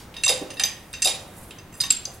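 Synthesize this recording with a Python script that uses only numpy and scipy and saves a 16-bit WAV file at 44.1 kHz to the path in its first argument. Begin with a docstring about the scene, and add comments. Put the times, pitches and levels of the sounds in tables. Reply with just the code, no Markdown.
"""A loose steel jack handle clinks on a garage floor, a metre or two from a camcorder's microphones. Each clink
is a noise crack with paired bending modes and a short socket ring, as the handle knocks in its socket in
pumping. The lifted frame thuds as noise pushes ring its panels; filtered grainy noise is steel sliding on
steel. The garage answers with short diffuse echoes. Beneath lie rumble, hiss, a thin whine and the end of an
echo from the stroke before."""
import sys
import numpy as np
from scipy import signal
from scipy.fft import rfft, irfft
from scipy.io import wavfile

SR = 44100
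rng = np.random.default_rng(int(sys.argv[2]) if len(sys.argv) > 2 else 0)


def store_wav(level_fs):
    """Save 16-bit WAV to argv[1]."""
    pcm = np.round(np.clip(np.atleast_2d(level_fs), -1, 1) * 32767)
    wavfile.write(sys.argv[1], SR, pcm.T.astype(np.int16))


N = 97020

# background spectrum, relative: pitch_hz, level_db (per Hz)
ROOM_SPECTRUM = [(25, -8), (40, -2), (62, -0.5), (120, -0.5), (250, -5.5), (500, -11.5), (1000, -13.5),
                 (2000, -19.5), (4000, -28.5), (8000, -33), (13000, -35.5), (16000, -32)]
# background side signal relative to mid: pitch_hz, level_db
ROOM_SIDE_SPECTRUM = [(60, -27), (110, -29), (200, -21), (380, -10.5), (700, -12), (1290, -7), (2380, -7),
                      (4400, -2), (8120, -4), (15000, -14)]
# steel sliding on steel, points of a level curve: time_s, level_db
SLIDE_LEVELS = [(0, -60), (.08, -73), (.3, -52), (.39, -54), (.46, -63.5), (.75, -59), (0.901, -62),
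                (1.22, -60), (1.33, -60), (1.37, -49.5), (1.48, -56), (1.56, -63), (1.7, -75), (1.78, -52),
                (2.0, -62), (2.11, -63), (2.15, -51.5), (2.2, -77)]
# modes of the handle, each a close pair, before detuning: bending modes, save a short one at 4200 Hz # from the
# socket; pitch_hz, split_hz, partner_level_db (relative), t60_s (before the clink's ring length factor)
HANDLE_MODES = [(1843, 42.5, -7.5, 0.17), (2701, 48.5, -6, 0.16), (3722, -39.5, -11.5, 0.3),
                (4200, 156, -18, 0.045), (4844, 145, -1.5, 0.23), (6145, 70.5, -2.5, .2),
                (7626, -67, -5.5, 0.26), (8450, 74, -43, 0.06), (9140, -51, -5, 0.29),
                (10050, -100, -6, 0.33), (10710, 81, -12, 0.27), (12480, -400, 7, 0.11)]
# handle clinks: start_s, crack_level_db (relative), crack_centre_octaves (above 1 kHz),
# crack_width (share of centre), crack_length_s, body_clatter_db (relative to crack),
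# ring_length (factor), earlier_ring_kept_db (above 0 counts as 0), then twelve ring_level_db, one a mode
CLINKS = [(0.1411, -33, 1.6, 0.8, 0.0068, -9, 0.98, -6, -56, -46, -48.5, -54, -49, -60, -65, -57, -58, -63, -59, -70),
          (0.1656, -26, 1.6, 0.99, 0.0057, -16, 1, 4, -42, -36.5, -32.5, -55, -38, -40.5, -51, -61, -51, -53, -60, -66),
          (0.2358, -8, 1.9, 1.2, 0.0044, -20, 0.88, -2, -32.5, -21, -24, -23, -29.5, -24, -16, -37, -21.5, -52, -34, -54),
          (0.2627, -27, 3.4, 1.2, 0.005, -16, 0.7, -4, -45, -23, -20.5, -37, -33, -16.5, -30, -33, -36, -42, -40, -44),
          (0.2792, -4.5, 2.4, 1.1, 0.0032, -21, 0.87, -12, -33, -25.5, -16, -36, -20, -24, -21.5, -36, -24.5, -41, -24.5, -41),
          (0.2924, -4.5, 1.97, 1.77, 0.0041, -13.5, 0.73, 5, -40, -46, -17.5, -38, -22.5, -43, -22.5, -32, -32, -39, -28, -34.5),
          (0.5038, -22.5, 1.5, 1.7, 0.0042, -13, 0.67, -6, -42, -37, -59, -41, -42.5, -38, -51, -56, -36, -58, -62, -63),
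          (0.5385, -37, 1.5, 1.5, 0.0032, -16, 0.7, -15, -60, -44, -60, -58, -61, -45, -60, -61, -59, -49, -60, -57),
          (0.569, -45, 2.4, 1.2, 0.005, -16, 1, -6, -35.5, -38, -33.5, -43, -43, -48, -50, -64, -47, -60, -56, -60),
          (0.596, -7, 1.49, 1.35, 0.0051, -19.5, 0.61, -1, -22, -23, -22.5, -19, -24, -23.5, -27, -41, -26.5, -34.5, -37, -43),
          (0.636, -2.5, 2.12, 1.2, 0.0031, -29, 0.47, -22, -29, -53, -22.5, -30, -19, -20.5, -29, -37, -33, -36, -26.5, -33.5),
          (0.6514, -42, 3.9, 1.2, 0.005, -14, 0.6, -35, -45, -26.5, -55, -47, -22, -26, -28.5, -42, -41, -35, -38, -33),
          (0.9294, -36, 1.4, 0.98, 0.0045, -22, 0.95, -6, -55, -62, -43, -69, -50, -60, -46, -32.5, -46, -46, -68, -51),
          (0.937, -21, 1.54, 2, 0.0059, -13.5, 0.97, -21, -44, -31, -33.5, -65, -39, -35, -47, -46, -59, -57, -64, -57),
          (1.02, -9.5, 2.44, 1.53, 0.0077, -12, 1, -6, -32.5, -24.5, -38, -47, -23, -17, -15, -25, -29, -32, -44, -47),
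          (1.047, -4, 2.96, 1.04, 0.0038, -17, 0.88, -23, -52, -25, -23, -35, -23, -40, -29, -36, -21, -26, -27, -41),
          (1.0544, -33, 4.3, 1.2, 0.0046, -20, 0.96, 3, -57, -30, -16.5, -31, -24, -26, -28, -35, -25.5, -28, -29, -37),
          (1.0724, -4, 1.96, 1.25, 0.0041, -13, 0.97, -3.5, -56, -47, -24, -36, -26, -54, -27, -41, -38, -36, -30.5, -40),
          (1.508, -26.5, 1.65, 0.48, 0.007, -12, 0.26, -6, -61, -34.5, -41, -51, -50, -43, -42.5, -61, -50, -62, -50, -61),
          (1.5849, -38, 2, 1.3, 0.005, -18, 0.52, -6, -45, -38.5, -56, -62, -46, -44, -56, -67, -65, -68, -68, -67),
          (1.7262, -48, 3.4, 1.2, 0.0063, -13, 0.7, -6, -59, -47, -70, -66, -54, -52, -49, -63, -54, -67, -66, -61),
          (1.7403, -49, 1.2, 1.2, 0.005, -12, 1, -13, -51, -50, -64, -67, -52, -50, -46, -56.5, -46.5, -63, -64, -64),
          (1.8022, -18.5, 1.9, 1.6, 0.005, -16, 0.94, -4, -42, -49, -29, -29, -18, -25, -26.5, -31, -25, -51, -32.5, -47),
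          (1.8144, -13, 2.38, 1.4, 0.0041, -16, 0.56, -12.5, -37, -39, -25.5, -13, -46, -45, -30, -21.5, -39, -49, -38, -39),
          (1.8364, -15, 1.93, 1.3, 0.0042, -15, 0.85, 3, -34, -32.5, -30, -37, -36, -32, -42, -38, -45, -50, -38, -44),
          (1.904, -7, 2, 1.44, 0.0046, -20, 0.31, -8, -43, -21, -18, -13, -21.5, -27, -9.5, -11, -23.5, -28, -28, -37),
          (1.9194, -33, 4, 0.89, 0.005, -14, 0.43, -24, -56, -38, -47, -39, -38, -28, -38, -41, -29, -41, -29, -37),
          (2.0531, -16.5, 2.37, 1.27, 0.003, -19.5, 0.23, -6, -52, -60, -59, -17, -26.5, -24.5, -54, -54, -67, -62, -72, -57)]
# panels of the lifted frame: pitch_hz, level_db (relative), t60_s
FRAME_PANELS = [(260, -18.5, .08), (301, -13, 0.098), (389, -12, 0.063), (510, -6, 0.069),
                (566, -5.5, 0.063), (614, -4.5, 0.071), (690, -10, 0.069), (741, -15, 0.04),
                (785, -4.5, 0.049), (860, -16, .05), (1000, -4.5, 0.033), (1107, -6, .06)]
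# frame thuds: start_s, level_db (relative), centre_hz, push_length_s
THUDS = [(.262, -37.5, 1020, 0.012), (.290, -32.5, 580, 0.024), (.411, -31, 302, 0.0077),
         (.416, -43.5, 710, 0.013), (.600, -45, 780, 0.016), (.640, -45.5, 855, 0.011),
         (1.054, -32, 722, 0.022), (1.803, -49.5, 1130, 0.012), (1.836, -46.5, 1020, 0.0065),
         (2.068, -48.5, 740, 0.02)]
# garage echo bands: pitch_hz, t60_s, level_db (relative)
GARAGE_BANDS = [(416, 1, -19), (935, 1, -17.5), (2070, 0.47, -6), (3960, 0.27, -10), (7000, 0.35, -7.5),
                (11900, 0.3, -7.5)]

ROOM_DB, ROOM_SWAY_DB, ROOM_SWAY_HZ = -45, 0.7, 2.95
WHINE_HZ, WHINE_DB = 15734, -74
EARLIER_DB, EARLIER_DECAY_S, EARLIER_HZ = -47, 0.05, 3900
SLIDE_HZ, SLIDE_WIDTH_HZ = 10050, 6200
SLIDE_RING_DB, SLIDE_GRAIN_DB = -13, 1.5  # handle ring against hiss; spread of the grain
RING_DB, RING_RISE_S = -3.5, 0.0011
DETUNE, EAR_TWIST_RAD = 0.00373, 0.31  # spreads: share of pitch; phase, opposite in the two ears
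SNAP, SNAP_S = 0.7, 0.0041  # extra ring that dies at once: share, decay
RATTLE, RATTLE_HZ = 0.52, 86.5  # loose fit makes each mode waver: depth, upper rate
CRACK_DB, CRACK_TOP_HZ = -13, 11900
TICK, TICK_S = 0.56, 0.0002  # sharp first tick of a crack: share, decay
CLATTER_S = 0.029  # decay of the jack body's clatter
PANEL_OCTAVE_DB = -24.5  # change one octave from the centre, growing as octaves squared
BOXY_DB, BOXY_DECAY_S = -5, 0.05  # boxy rumble beside the panels
GARAGE_RISE_S, GARAGE_ALIKE, RING_SEND_DB = 0.0013, 0.79, -8
PAN_DB = 2.0  # right above left
TOP_HZ = 15850


def undb(db):
    """dB to gain."""
    return 10 ** (np.asarray(db) / 20)


def band(x, hz, width):
    """Two-pole resonance, gain 1 at its centre, which is capped below the top of the range."""
    return signal.lfilter(*signal.iirpeak(min(hz, .42 * SR), hz / width, fs=SR), x)


def unit(x):
    """Scale to rms 1."""
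    return x / np.sqrt(np.mean(x ** 2))


def colour(n, pitch_hz, level_db):
    """Noise shaped to a spectrum that is straight in dB over log frequency."""
    f = np.maximum(np.arange(n // 2 + 1) * SR / n, 1)
    gain = undb(np.interp(np.log(f), np.log(pitch_hz), level_db))
    return irfft(rfft(rng.standard_normal(n)) * gain, n)


def walk(cutoff_hz):
    """Random wandering around 0, rms 1, smoothed above the cutoff."""
    return unit(signal.lfilter(*signal.butter(2, cutoff_hz, fs=SR), rng.standard_normal(N)))


def add(out, start_s, x):
    """Mix x into out from start_s on."""
    i = int(start_s * SR)
    out[..., i:i + x.shape[-1]] += x[..., :N - i]


def background():
    """Swaying noise, most alike in both ears at the bottom, with a steady whine at the top."""
    hz, mid_db = np.array(ROOM_SPECTRUM).T
    side_hz, side_db = np.array(ROOM_SIDE_SPECTRUM).T
    mid = colour(N, hz, mid_db)
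    side = colour(N, hz, mid_db + np.interp(np.log(hz), np.log(side_hz), side_db))
    gain = undb(ROOM_DB + ROOM_SWAY_DB * walk(ROOM_SWAY_HZ)) / np.std(mid)
    whine = undb(WHINE_DB) * np.sin(2 * np.pi * WHINE_HZ * np.arange(N) / SR)
    return gain * np.array([mid + side, mid - side]) + whine


def earlier_echo():
    """The last echo of the stroke before: band noise, partly shared by the ears, dying from the start."""
    hiss = unit(band(rng.standard_normal((2, N)), EARLIER_HZ, EARLIER_HZ))
    shared = hiss.sum(axis=0)
    decay = np.exp(-np.arange(N) / SR / EARLIER_DECAY_S)
    return undb(EARLIER_DB) * (hiss + shared) / 2 * decay


def slide():
    """Steel on steel: grainy noise makes a high hiss and also strokes the handle modes."""
    time_s, level_db = np.array(SLIDE_LEVELS).T
    grit = rng.standard_normal(N) * undb(SLIDE_GRAIN_DB * walk(40))
    hiss = unit(band(band(grit, SLIDE_HZ, SLIDE_WIDTH_HZ), SLIDE_HZ, SLIDE_WIDTH_HZ))
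    rung = unit(sum(band(grit, hz, abs(split)) for hz, split, _, _ in HANDLE_MODES))
    level = undb(np.interp(np.arange(N) / SR, time_s, level_db))
    return level * (hiss + undb(SLIDE_RING_DB) * rung)


def ring_left():
    """Running total in dB of the choking by all clinks so far; each contact damps the earlier ring."""
    left_db = np.zeros(N + SR // 2)
    for start_s, _, _, _, _, _, _, kept_db, *_ in CLINKS:
        left_db[int(start_s * SR)] += min(kept_db, 0)
    return np.cumsum(left_db)


def handle_ring():
    """Each clink starts beating pairs of decaying modes, mostly the handle's bending modes with one short
    socket ring, which later clinks choke."""
    hz, split, partner_db, t60 = np.array(HANDLE_MODES).T[:, :, None]
    t = np.arange(SR // 2) / SR
    left_db = ring_left()
    ring = np.zeros((2, len(HANDLE_MODES), N))
    ear = np.array([1, -1])[:, None, None]
    for start_s, _, _, _, _, _, lasting, _, *ring_db in CLINKS:
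        i = int(start_s * SR)
        off, turn, twist, partner_twist = rng.standard_normal((4, len(HANDLE_MODES), 1))
        f = hz * (1 + DETUNE * off)
        main = np.sin(2 * np.pi * f * t + EAR_TWIST_RAD * ear * twist)
        partner_phase = 2 * turn + EAR_TWIST_RAD * ear * partner_twist
        partner = undb(partner_db) * np.sin(2 * np.pi * (f + split) * t + partner_phase)
        fade = undb(np.array(ring_db)[:, None] - 60 * t / (t60 * lasting))
        attack = (1 + SNAP * np.exp(-t / SNAP_S)) * (1 - np.exp(-t / RING_RISE_S))
        choke = undb(left_db[i:i + len(t)] - left_db[i])
        add(ring, start_s, (main + partner) * fade * attack * choke)
    waver = np.array([1 + RATTLE * walk(RATTLE_HZ) for _ in HANDLE_MODES])
    return undb(RING_DB) * (ring * waver).sum(axis=1)


def handle_crack():
    """Each contact is a burst of band noise with a sharp tick, then the jack body's longer clatter."""
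    t = np.arange(SR // 2) / SR
    crack = np.zeros(N)
    for start_s, level_db, octaves, broad, length_s, clatter_db, *_ in CLINKS:
        centre_hz = 1000 * 2 ** octaves
        width_hz = broad * centre_hz
        burst = band(band(rng.standard_normal(len(t)), centre_hz, width_hz), centre_hz, width_hz)
        snap = np.exp(-t / length_s) + TICK * np.exp(-t / TICK_S)
        clatter = undb(clatter_db) * np.exp(-t / CLATTER_S)
        add(crack, start_s, undb(level_db) * unit(burst) * (snap + clatter))
    soft = signal.butter(8, CRACK_TOP_HZ, fs=SR, output="sos")
    return undb(CRACK_DB) * signal.sosfilt(soft, crack)


def frame():
    """A rough, soft push rings the lifted frame's panels near its centre, with a boxy rumble."""
    out, t = np.zeros(N), np.arange(SR // 2) / SR
    for start_s, level_db, centre_hz, push_s in THUDS:
        push = band(rng.standard_normal(len(t)), centre_hz, 2 * centre_hz)
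        push = band(push * t * np.exp(-2 * t / push_s), centre_hz, centre_hz)
        push = push / np.sqrt(np.sum(push ** 2))
        panels = np.zeros(len(t))
        for hz, panel_db, t60 in FRAME_PANELS:
            reach_db = PANEL_OCTAVE_DB * np.log2(hz / centre_hz) ** 2
            panels += undb(panel_db + reach_db - 60 * t / t60) * np.sin(2 * np.pi * hz * t)
        rumble = band(rng.standard_normal(len(t)), centre_hz, centre_hz / 2)
        rumble = unit(band(rumble, centre_hz, centre_hz / 2))
        boxy = undb(BOXY_DB) * rumble * (1 - np.exp(-t / push_s)) * np.exp(-t / BOXY_DECAY_S)
        add(out, start_s, undb(level_db) * (signal.fftconvolve(push, panels)[:len(t)] + boxy))
    return out


def garage(x):
    """Diffuse echo: noise bands decay at their own rates, partly alike in both ears."""
    t = np.arange(int(.7 * SR)) / SR
    tail = np.zeros((2, len(t)))
    for hz, t60, level_db in GARAGE_BANDS:
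        part = band(rng.standard_normal((2, len(t))), hz, hz / 1.5) * undb(-60 * t / t60)
        tail += undb(level_db) * part / np.sqrt(np.sum(part ** 2))
    mid, side = tail * (1 - np.exp(-t / GARAGE_RISE_S))
    side = np.sqrt(1 - GARAGE_ALIKE) * side
    return signal.fftconvolve(x[None], np.array([mid + side, mid - side]))[:, :N]


def scene():
    """The jack and its echo sit a little to the right, over the unpanned background."""
    sliding = slide()
    ring = handle_ring()
    dull = handle_crack() + frame() + sliding  # everything but the handle's ring
    echo = garage(dull + undb(RING_SEND_DB) * ring.mean(axis=0))
    pan = undb(np.array([[-PAN_DB], [PAN_DB]]) / 2)
    return (ring + dull + echo) * pan + background() + earlier_echo()


def record(dry):
    """The camcorder cuts the top with a steep low-pass."""
    return signal.sosfilt(signal.ellip(8, .2, 70, TOP_HZ, fs=SR, output="sos"), dry)


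dry = scene()
out = record(dry)
store_wav(out)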